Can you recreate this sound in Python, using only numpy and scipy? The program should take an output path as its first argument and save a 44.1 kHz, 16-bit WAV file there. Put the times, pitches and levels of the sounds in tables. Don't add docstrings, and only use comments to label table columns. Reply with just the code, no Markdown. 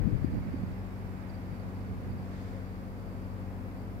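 import sys
import numpy as np
from scipy.fft import rfft, irfft, next_fast_len
from scipy.io import wavfile
from scipy.ndimage import map_coordinates

SR = 44100
rng = np.random.default_rng(int(sys.argv[2]) if len(sys.argv) > 2 else 0)


def materialize(psi):
    bounded = np.clip(np.atleast_2d(psi).T, -1, 1)
    quanta = np.round(bounded * 32767).astype(np.int16)
    wavfile.write(sys.argv[1], SR, quanta)


N = 176400
T = np.arange(N) / SR


def amp(db):
    return 10 ** (np.asarray(db) / 20)


def unit(x):
    return x / np.sqrt(np.mean(x ** 2, axis=-1, keepdims=True) + 1e-20)


def along(points, hz):
    f, values = np.transpose(points)
    return np.interp(np.log(hz + 1), np.log(f + 1), values)


def curves(rows):
    times, *columns = np.transpose(rows)
    return np.array([np.interp(T, times, column) for column in columns])


def wobble(rate):
    return map_coordinates(rng.standard_normal(512), [T * rate], mode="wrap")


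def swell(at, width):
    return np.exp(-((T - at) / width) ** 2)


def filtered(x, response):
    size = next_fast_len(N + SR // 2)
    hz = np.fft.rfftfreq(size, 1 / SR)
    return irfft(rfft(x, size) * response(hz), size)[..., :N]


def noise(spectrum):
    return unit(filtered(rng.standard_normal((2, N)), lambda hz: amp(along(spectrum, hz))))


def tone(cycles, left_db, right_db):
    lead_rad, waver_db = .75, .9
    phase = 2 * np.pi * (cycles + rng.random())
    pair = np.array([amp(left_db) * np.sin(phase + lead_rad), amp(right_db) * np.sin(phase)])
    return np.sqrt(2) * amp(waver_db * wobble(4.08)) * pair


def traffic():
    # f/Hz, relative level/dB
    spectrum = [(15, -18), (30, -8), (60, 1.5), (100, -1.5), (150, -4), (200, -6), (280, -5), (350, -11.5),
                (440, -11), (530, -11.5), (600, -14.5), (800, -15.5), (1200, -19), (1700, -26),
                (2600, -32.5), (4000, -49)]
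    # f/Hz, correlation coefficient
    correlation = [(60, -0.56), (200, 0.8), (400, 0.83), (700, 0.71), (1000, 0.1), (1300, -0.32),
                   (2400, -0.064)]

    def mid_side_gains(hz):
        angle = np.arccos(np.clip(along(correlation, hz), -1, 1)) / 2
        return np.array([np.cos(angle), np.sin(angle)])

    mid, side = filtered(noise(spectrum), mid_side_gains)
    level_db = -44.5 + 0.41 * wobble(4.68)
    return amp(level_db) * unit(np.array([mid + side, mid - side]))


def hoots():
    # t/s, level/dB
    notes = [(2.565, -50.5), (2.82, -56), (3.08, -59), (3.27, -58)]
    pitch_hz = 536
    cycles = pitch_hz * T + 0.17 * wobble(40)
    return sum(swell(at, width=.045) * tone(cycles, db, db) for at, db in notes)


def insects():
    # f/Hz, relative level/dB
    chorus_spectrum = [(2200, -2), (3200, -0.5), (4000, -0.5), (4700, -2.5), (5300, -0.5), (5900, -6.5),
                       (7000, -5.5), (8200, -8), (9500, -13), (14000, -19)]
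    # t/s, level/dB
    chorus_level = [(0, -65), (2, -65.5), (4, -67)]
    # t/s, level/dB
    buzz_level = [(0, -72.5), (.4, -71), (.7, -74), (1.3, -76.5), (1.8, -70.5), (2, -79), (2.1, -73),
                  (2.7, -75), (3.3, -72.5), (3.65, -79), (3.8, -69), (4, -83)]
    # t/s, level/dB
    chirp_peaks = [(1.298, -65), (1.347, -62)]
    centre_hz, half_width_hz, ragged_db, right_db = 4620, 160, 2.3, -20.5
    white = rng.standard_normal((2, N))
    band = unit(filtered(white, lambda hz: 1 / (1 + ((hz - centre_hz) / half_width_hz) ** 2)))
    buzz = amp(curves(buzz_level) + ragged_db * wobble(35.26))
    chirps = sum(amp(db) * swell(at, width=.012) for at, db in chirp_peaks)
    chorus = amp(curves(chorus_level)) * noise(chorus_spectrum)
    return amp([[0], [right_db]]) * ((buzz + chirps) * band + chorus)


def leaves():
    # t/s, left level/dB, right level/dB
    rustle_level = [(0, -62, -54.5), (.4, -61.5, -54.5), (.9, -65, -58), (1.4, -76, -57), (2, -67, -59.5),
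                    (2.45, -63, -57.5), (2.8, -69, -61.5), (4, -64, -63.5)]
    # f/Hz, relative level/dB
    rustle_spectrum = [(300, -9), (700, 0), (1000, -3), (1600, 1.5), (2200, 1), (2500, -4.5), (3000, -16),
                       (4500, -20.5), (7000, -36), (10000, -41)]
    # f/Hz, relative level/dB
    swish_spectrum = [(1000, -3), (1500, 0), (1950, 7), (2600, -4), (3500, 3.5), (5500, -3), (8000, -7),
                      (10000, -18), (15000, -24)]
    peak_s, rise_s, fall_s = 2.37, .11, .28
    swish_db, right_offset_db = -61.5, -11
    rustle = amp(curves(rustle_level) + 1.1 * wobble(9.7)) * noise(rustle_spectrum)
    stir = swell(peak_s, np.where(T < peak_s, rise_s, fall_s))
    swish = amp(swish_db) * stir * noise(swish_spectrum)
    return rustle + amp([[0], [right_offset_db]]) * swish


def wind():
    # t/s, level/dB
    left_gusts = [(0, -21.5), (.07, -21), (.135, -23), (.18, -30), (.25, -26), (.31, -38), (.45, -48),
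                  (1, -56), (4, -60)]
    # t/s, level/dB
    right_gusts = [(0, -50), (.22, -43), (.38, -31), (.43, -38), (.5, -35), (.64, -36), (.72, -42),
                   (1, -54), (1.55, -56), (1.66, -42), (1.74, -49), (1.9, -36.5), (2, -42), (2.11, -36.5),
                   (2.24, -41), (2.33, -56), (3.75, -58), (4, -42)]
    # f/Hz, relative level/dB
    buffet = [(15, -17), (35, -5.5), (65, 2.5), (130, 2.5), (200, -7.5), (300, -18.5), (500, -35.5),
              (1200, -60), (3000, -98)]
    # f/Hz, relative level/dB
    flutter = [(60, -17), (150, -3.5), (260, -2.5), (400, -10), (550, -18), (900, -33), (2000, -63),
               (4000, -86)]
    eddy_db, eddies_per_s = 2.5, 35
    flutter_db = [[-12], [-2.5]]
    flutter_growth = 0.81
    gust_db = np.vstack([curves(left_gusts), curves(right_gusts)])
    eddies = unit(amp(eddy_db * np.array([wobble(eddies_per_s), wobble(eddies_per_s)])))
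    from_peak_db = gust_db - gust_db.max(axis=1, keepdims=True)
    brightness = amp(flutter_db + flutter_growth * from_peak_db)
    return amp(gust_db) * eddies * (noise(buffet) + brightness * noise(flutter))


def thumps():
    # t/s, left level/dB, right level/dB, f/Hz
    eddies = [(0.059, -21, -47, 100), (0.075, -12.5, -48, 170), (0.123, -20.5, -33, 90),
              (0.247, -16.5, -42, 270), (0.267, -26, -47, 71), (0.34, -50, -23.5, 256),
              (0.488, -46, -23, 167), (.544, -35, -22, 256), (0.639, -50, -23, 182), (1.529, -26, -57, 170),
              (1.91, -50, -33, 110)]
    half_width_cycles = 0.85
    pressure = np.zeros((2, N))
    for at, left_db, right_db, hz in eddies:
        swing = np.sin(2 * np.pi * (hz * (T - at) + rng.random()))
        pressure += amp([[left_db], [right_db]]) * swell(at, half_width_cycles / hz) * swing
    return pressure


def second_machine():
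    # f/Hz, left level/dB, right level/dB
    tones = [(75.5, -58, -60), (106.7, -49.5, -57), (2466, -96, -86)]
    return sum(tone(hz * T, left, right) for hz, left, right in tones)


def motor():
    # harmonic number, left level/dB, right level/dB
    harmonics = [(2, -46.5, -58), (4, -41.5, -48), (6, -60, -62), (8, -45.5, -48.5), (9, -63, -67),
                 (10, -54, -56), (11, -54, -56), (12, -57, -59), (14, -64, -67), (16, -63, -65),
                 (18, -66, -68), (20, -69, -70), (22, -64, -66)]
    cycle_hz, drift_share = 23.512, .0008
    cycles = np.cumsum(cycle_hz * (1 + drift_share * wobble(1.2))) / SR
    return sum(tone(round(k) * cycles, left, right) for k, left, right in harmonics)


def scene():
    hum = motor() + second_machine()
    return hum + traffic() + wind() + thumps() + leaves() + insects() + hoots()


def record(dry):
    # f/Hz, relative level/dB
    spectrum = [(1000, -5), (5000, -2.5), (7500, -17), (10000, -6.5), (11200, -3), (12200, 1.5),
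                (13200, -1.5), (14500, -3), (16000, -7.5)]
    left_db, right_db, band_limit_hz = -72.5, -70.5, 15700
    hiss = amp([[left_db], [right_db]]) * noise(spectrum)
    return filtered(dry + hiss, lambda hz: hz < band_limit_hz)


dry = scene()
out = record(dry)
materialize(out)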